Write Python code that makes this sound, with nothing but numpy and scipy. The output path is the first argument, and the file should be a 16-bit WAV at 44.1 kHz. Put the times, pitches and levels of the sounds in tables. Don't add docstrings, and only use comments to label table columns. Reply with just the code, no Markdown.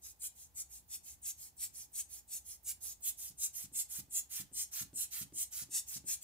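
import sys
import numpy as np
from scipy import signal
from scipy.fft import rfft, irfft
from scipy.io import wavfile
from scipy.ndimage import uniform_filter1d

SR = 44100
rng = np.random.default_rng(int(sys.argv[2]) if len(sys.argv) > 2 else 0)


def master_out(mix):
    frames = np.transpose(np.atleast_2d(mix))
    ceiling = np.clip(frames, -1, 1)
    pcm = np.round(ceiling * 32767).astype(np.int16)
    wavfile.write(sys.argv[1], SR, pcm)


N = 274741


def gain_of(db):
    return 10 ** (np.asarray(db) / 20)


def evened(x):
    return x / np.sqrt(np.mean(x ** 2) + 1e-20)


def read(points, hz):
    f, value = np.transpose(points)
    return np.interp(np.log(hz + 1), np.log(f + 1), value)


def read_at(points, time_s):
    return np.interp(time_s, *np.transpose(points))


def add(mix, s, sound):
    part = mix[:, max(round(s * SR), 0):][:, :sound.shape[1]]
    part += sound[:, :part.shape[1]]


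def panned(left_db):
    return gain_of(np.array([[.5], [-.5]]) * left_db)


def noise_pair(size, likeness):
    a, b = rfft(rng.standard_normal((2, size)))
    c = np.clip(likeness, -1, 1)
    return np.array([a, c * a + np.sqrt(1 - c ** 2) * b])


def band_noise(size, hz, width_hz, likeness):
    f = np.fft.rfftfreq(size, 1 / SR)
    resonance = 1 / (1 + (2 * (f - hz) / width_hz) ** 2)
    return evened(irfft(noise_pair(size, likeness) * resonance, size))


# pitch_hz, relative density (dB per Hz)
FLOOR_COLOUR = [(20, -18.5), (40, -7.5), (65, 6.5), (100, -3.5), (140, -7.5), (250, -14.5), (500, -22),
                (800, -15.5), (1200, -25), (3000, -28), (8000, -26.5), (15000, -20)]
# pitch_hz, level_db (rms, before the hum trim and its wavering)
HUM_PARTIALS = [(59.2, -81), (242.2, -93), (301.5, -95.5), (360.7, -96), (479.1, -97.5), (839.8, -93.5)]


def background():
    hz, t = np.fft.rfftfreq(N, 1 / SR), np.arange(N) / SR
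    likeness = read([(100, 0.85), (300, 0.35), (1000, 0.117), (5000, 0.12)], hz)
    wash = evened(irfft(noise_pair(N, likeness) * gain_of(read(FLOOR_COLOUR, hz)), N))
    knots = np.arange(0, 7, .25)
    hum = np.zeros(N)
    for pitch_hz, level_db in HUM_PARTIALS:
        waver_db = 0.97 * np.interp(t, knots, rng.standard_normal(len(knots)))
        sine = np.sqrt(2) * np.sin(2 * np.pi * (pitch_hz * t + rng.random()))
        hum += gain_of(level_db + waver_db) * sine
    return panned(-1.3) * (gain_of(-68.0) * wash + gain_of(1.5) * hum)


# pitch_hz, t60_s
ROOM_DECAY = [(150, 0.143), (1000, 0.331), (4000, 0.2384), (8000, 0.1812), (15000, 0.138)]


def room(x):
    size = SR // 2
    taps = np.zeros((2, size))
    at = np.arange(220, size - 20, 20)
    at = at + rng.integers(0, 20, (2, len(at)))
    np.put_along_axis(taps, at, rng.choice([-1., 1.], at.shape), 1)
    hz, t, z = signal.stft(taps, SR, nperseg=256)
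    decay = gain_of(-60 * t / read(ROOM_DECAY, hz)[:, None])
    tail = signal.istft(z * decay, SR, nperseg=256)[1]
    return signal.fftconvolve(x, tail / np.linalg.norm(tail[0]), axes=1)[:, :N]


# delay_s, gain
FIRST_REFLECTIONS = [(0.0157, 0.368), (.025, 0.303), (.037, .35), (0.051, 0.238)]


def slapped(x):
    out = x.copy()
    for delay_s, gain in FIRST_REFLECTIONS:
        add(out, delay_s, gain * x)
    return out


# pitch_hz (before a random detune), level_db (before tilt), t60_s (before damping)
BULB_MODES = [(140.2, -0.5, 0.0828), (176.65, 1.5, 0.0786), (290.6, -2.5, 0.0853), (348.5, -10.5, 0.065),
              (523.7, -20.5, 0.0725)]


def thump(tilt_db, damping):
    t = np.arange(8192) / SR
    lowest_hz = BULB_MODES[0][0]
    ring = np.zeros(len(t))
    for pitch_hz, level_db, t60_s in BULB_MODES:
        fading_db = level_db + tilt_db * np.log2(pitch_hz / lowest_hz) - 60 * damping * t / t60_s
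        ring += gain_of(fading_db) * np.sin(2 * np.pi * pitch_hz * rng.uniform(0.919, 1.03) * t)
    ring *= 1 - np.exp(-t / 0.00474)
    return ring / abs(ring).max()


# start_s, thump_db, gulp_db (before its trim)
SPRING_BACKS = [(3.302, -57, -56.5), (3.64, -52.5, -48.5), (3.986, -49.5, -44.5), (4.397, -49, -42.5),
                (4.811, -48, -44), (5.211, -48, -43.5), (5.618, -53.5, -44.5), (5.959, -51, -41)]
# start_s, level_db (of the knock; the snap is trimmed from it)
BUCKLES = [(3.717, -58), (4.081, -62), (4.515, -56.5), (4.931, -51), (5.323, -50.5), (5.688, -56.5),
           (6.041, -52.5)]


def rubber():
    thumps, hiss = np.zeros((2, N)), np.zeros((2, N))
    swell = np.hanning(1500)
    t = np.arange(len(swell)) / SR
    for start_s, thump_db, gulp_db in SPRING_BACKS:
        add(thumps, start_s, gain_of(thump_db) * panned(-2.17) * thump(tilt_db=-3.5, damping=1.115))
        gulp = band_noise(len(t), 7600, width_hz=5710, likeness=0) * swell
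        add(hiss, start_s - .003, gain_of(gulp_db - 3.5) * panned(0.89) * gulp)
    for start_s, level_db in BUCKLES:
        add(thumps, start_s, gain_of(level_db) * panned(-2.2) * thump(tilt_db=8, damping=2.44))
        snap = band_noise(len(t), 2500, width_hz=14600, likeness=0.56) * np.exp(-t / 0.0032)
        add(hiss, start_s, gain_of(level_db - 13.0) * snap)
    return slapped(thumps) + hiss


# start_s, level_db (before the tick trim)
FLAP_TICKS = [(0.19, -55.5), (0.5402, -58), (0.8764, -56), (1.214, -54), (1.5628, -53.5), (1.915, -52),
              (2.2752, -54), (2.6279, -49), (3.0034, -47.5)]


def valve_ticks():
    out = np.zeros((2, N))
    swell = np.hanning(700)
    for start_s, level_db in FLAP_TICKS:
        tick = band_noise(len(swell), 16460, width_hz=4100, likeness=.4) * swell
        add(out, start_s - .001, gain_of(level_db - 10.5) * panned(-19.5) * tick)
    return out


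# middle_s, length_s, pitch_hz, level_db (before the whistle trim)
INTAKE_WHISTLES = [(1.794, 0.088, 10750, -51.5), (2.135, 0.0384, 10780, -49), (2.498, 0.088, 10720, -52),
                   (2.863, 0.091, 10660, -48), (3.571, .05, 12800, -49.5), (3.937, .08, 12460, -53.5),
                   (4.778, 0.073, 12940, -44.5)]


def whistles():
    out = np.zeros((2, N))
    for middle_s, length_s, pitch_hz, level_db in INTAKE_WHISTLES:
        size = int(length_s * SR)
        tone = evened(band_noise(8192, pitch_hz, width_hz=170, likeness=0.56)[:, :size])
        swell = np.hanning(size)
        add(out, middle_s - length_s / 2, gain_of(level_db - 5.0) * panned(-17.5) * tone * swell)
    return out


# pitch_hz, width_hz, gentle_db, hard_db
PASSAGE_MODES = [(2280, 350, 5, 1), (6800, 400, 2, 1), (8700, 500, 1, 3), (10700, 300, 9, 7),
                 (12800, 400, 4, 9), (14850, 350, 4, 10)]


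def passage_db(hz, level_db):
    hard = np.clip((level_db + 48) / 7, 0, 1)
    boost_db = 0
    for pitch_hz, width_hz, gentle_db, hard_db in PASSAGE_MODES:
        mode_db = gentle_db + hard * (hard_db - gentle_db)
        boost_db = boost_db + mode_db / (1 + (2 * (hz - pitch_hz) / width_hz) ** 2)
    return boost_db


def stroke(start, peak, end, level_db, arch_db, low_db, high_db, pan_db, lead_ms, colour, balance, open_s,
           close_s, pipe_share, likeness, roar_growth, edge_tone_db, fullness, flutter_db, desk_echo):
    size = 16384
    hz = np.fft.rfftfreq(size, 1 / SR)
    t = start - .02 + np.arange(size) / SR
    lows = read([(500, 0.033), (1400, 1.415), (3000, 1.04), (6000, 0.347)], hz)
    highs = 1 / (1 + (10500 / (hz + 1)) ** 12)
    ears = panned(read(balance, hz) + pan_db)
    z = noise_pair(size, likeness) * ears / np.linalg.norm(ears, axis=0)
    colour_db = read(colour, hz) + pipe_share * passage_db(hz, level_db)
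    z *= gain_of(colour_db + low_db * lows + high_db * highs)
    echo_colour = desk_echo * (1 - np.exp(-hz / 2500)) / (1 + (hz / 9000) ** 2)
    for delay_s in rng.uniform(0.0005986, .004, 3):
        z *= 1 + echo_colour * np.exp(-2j * np.pi * hz * delay_s)
    z[1] *= np.exp(-2j * np.pi * hz * lead_ms / 1000)
    whole = irfft(z)
    roar = irfft(z / (1 + (hz / 5500) ** 6))
    edge_tone = irfft(z / (1 + ((hz - 8650) / 750) ** 2))
    offset = np.where(t < peak, (t - peak) / (peak - start), (t - peak) / (end - peak))
    flutter = evened(uniform_filter1d(uniform_filter1d(rng.standard_normal(size), 260), 130))
    flow = gain_of(-arch_db * np.minimum(abs(offset) ** fullness, 2) + flutter_db * flutter)
    valve = np.clip((t - start) / open_s + .5, 0, 1) * np.clip((end - t) / close_s + .5, 0, 1)
    air = (whole - roar) * flow + roar * flow ** roar_growth
    air += gain_of(edge_tone_db) * edge_tone * np.clip(-offset, 0, 1) * flow ** .5
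    return t[0], gain_of(level_db) * valve * air / whole.std()


# pitch_hz, relative density (dB per Hz)
INTAKE_COLOUR = [(150, -45.5), (400, -23), (1100, -22), (1600, -17.5), (3000, -11.5), (5000, -7), (6600, 2),
                 (7400, 1.5), (8700, 1), (9600, -4.5), (11300, 0.5), (12200, -2.5), (13800, -3),
                 (15500, -5)]
# pitch_hz, left-right difference (dB)
INTAKE_LEFT_RIGHT = [(1000, 2.5), (6000, 0.5), (7400, 2.5), (8600, 10), (9600, -1.5), (10800, -10.5),
                     (12500, -18.5), (13600, -19), (15000, -27)]
# time_s, lead_ms of the left microphone
INTAKE_PATH = [(.07, 0.0701), (2.87, 0.0652), (3.24, -0.0808), (4.36, -0.0933), (5.57, -0.0544),
               (5.93, 0.0865)]


def refill(start, length, level_db):
    shallow_db, deep_db = -46, -45.5
    depth = np.clip((level_db - shallow_db) / (deep_db - shallow_db), 0, 1)
    peak = start + np.interp(depth, (0, 1), (0.478, 0.515)) * length
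    arch_db = np.interp(depth, (0, 1), (11.5, 5))
    low_db = -4 + 2.5 * max(level_db + 44, 0)
    high_db = 0.57 + 0.3066 * (level_db - shallow_db)
    return stroke(start, peak, start + length, level_db, arch_db, low_db, high_db, pan_db=0,
                  lead_ms=read_at(INTAKE_PATH, peak), colour=INTAKE_COLOUR, balance=INTAKE_LEFT_RIGHT,
                  open_s=.03, close_s=.024, pipe_share=0.751, likeness=0.62, roar_growth=1.157,
                  edge_tone_db=-16.5, fullness=1.8, flutter_db=-0.205, desk_echo=0.482)


# pitch_hz, relative density (dB per Hz)
JET_COLOUR = [(150, -41), (400, -27.5), (1100, -34), (1800, -27), (2300, -21.5), (3500, -17.5), (5000, -13),
              (6000, -5.5), (6900, 0.5), (8400, 0.5), (9700, -4), (10900, -2), (12500, -6.5), (15500, -10)]
# (dB, before panning)
JET_LEFT_RIGHT = [(1000, 2), (6000, 0), (7400, 2.5), (8600, 6), (9600, 3.5), (10800, -19.5), (12500, -10),
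                  (13600, -32), (15000, -46)]
# time_s, lead_ms of the left microphone
NOZZLE_PATH = [(.25, 0.0957), (1.3, 0.0405), (2.35, 0.0396), (2.7, -0.027), (3.09, -0.071), (4.0, -0.1063),
               (5.41, -0.0861), (5.77, 0.018), (6.12, 0.0632)]
# time_s, boost_db
JET_TOP = [(.25, 1), (2.35, 4), (3.5, 4), (4.5, 2), (6.12, 0)]


def squeeze(start, length, level_db):
    peak = start + 0.6255 * length
    lead_ms = read_at(NOZZLE_PATH, peak)
    pan_db = 13.5 * lead_ms
    return stroke(start, peak, start + length, level_db, arch_db=32, low_db=2.5,
                  high_db=read_at(JET_TOP, peak), pan_db=pan_db, lead_ms=lead_ms,
                  colour=JET_COLOUR, balance=JET_LEFT_RIGHT, open_s=.02, close_s=.032, pipe_share=0.18,
                  likeness=0.724, roar_growth=0.915, edge_tone_db=-2.5, fullness=2.264, flutter_db=0.6,
                  desk_echo=0.655)


def swirled(x, patchy_db):
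    z = signal.stft(x, SR, nperseg=256)[2]
    patches = rng.standard_normal(z.shape[1:])
    for axis in (0, 1, 0, 1):
        patches = uniform_filter1d(patches, size=7, axis=axis)
    return signal.istft(z * gain_of(patchy_db * evened(patches)), SR, nperseg=256)[1][:, :N]


# start_s, length_s, level_db
RELEASES = [(0.014, 0.11, -49), (0.35, 0.1266, -53.5), (0.693, 0.116, -50.5), (1.033, 0.1217, -49.5),
            (1.37, 0.1294, -49), (1.732, 0.1276, -47), (2.088, 0.122, -48), (2.444, 0.1294, -48.5),
            (2.815, 0.1217, -43.5), (3.179, 0.1234, -44.0), (3.539, 0.1137, -43.0), (3.895, 0.1137, -42),
            (4.305, 0.1195, -40.5), (4.724, 0.1123, -39), (5.116, 0.1232, -40.5), (5.52, 0.1167, -41.0),
            (5.873, 0.109, -42.5), (6.22, 0.122, -41.5)]
# start_s, length_s, level_db
PUMPS = [(0.195, 0.1026, -40), (0.546, 0.0967, -40.5), (0.883, 0.1053, -41.5), (1.219, 0.1169, -38.5),
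         (1.571, 0.1147, -37.5), (1.926, 0.1099, -36.5), (2.276, 0.1283, -39.5), (2.639, 0.1022, -37.0),
         (3.016, 0.1109, -33.5), (3.374, 0.1198, -33.5), (3.725, 0.1214, -33.5), (4.1, 0.1251, -35.0),
         (4.526, 0.1358, -34.5), (4.934, 0.14, -35), (5.332, 0.1315, -35), (5.7, 0.121, -33),
         (6.051, 0.1206, -33.5)]


def airflow():
    out = whistles()
    for row in RELEASES:
        add(out, *refill(*row))
    for row in PUMPS:
        add(out, *squeeze(*row))
    return swirled(out, patchy_db=2.0566)


def scene():
    air = airflow() + valve_ticks()
    knocks = rubber()
    reverb = gain_of(-10.0) * room(air) + gain_of(-11.5) * room(knocks)
    return air + knocks + reverb + background()


def record(dry):
    low_pass = signal.firwin(511, 15650, window=("kaiser", 9), fs=SR)
    return signal.oaconvolve(dry, low_pass[None], "same", axes=1)


dry = scene()
out = record(dry)
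master_out(out)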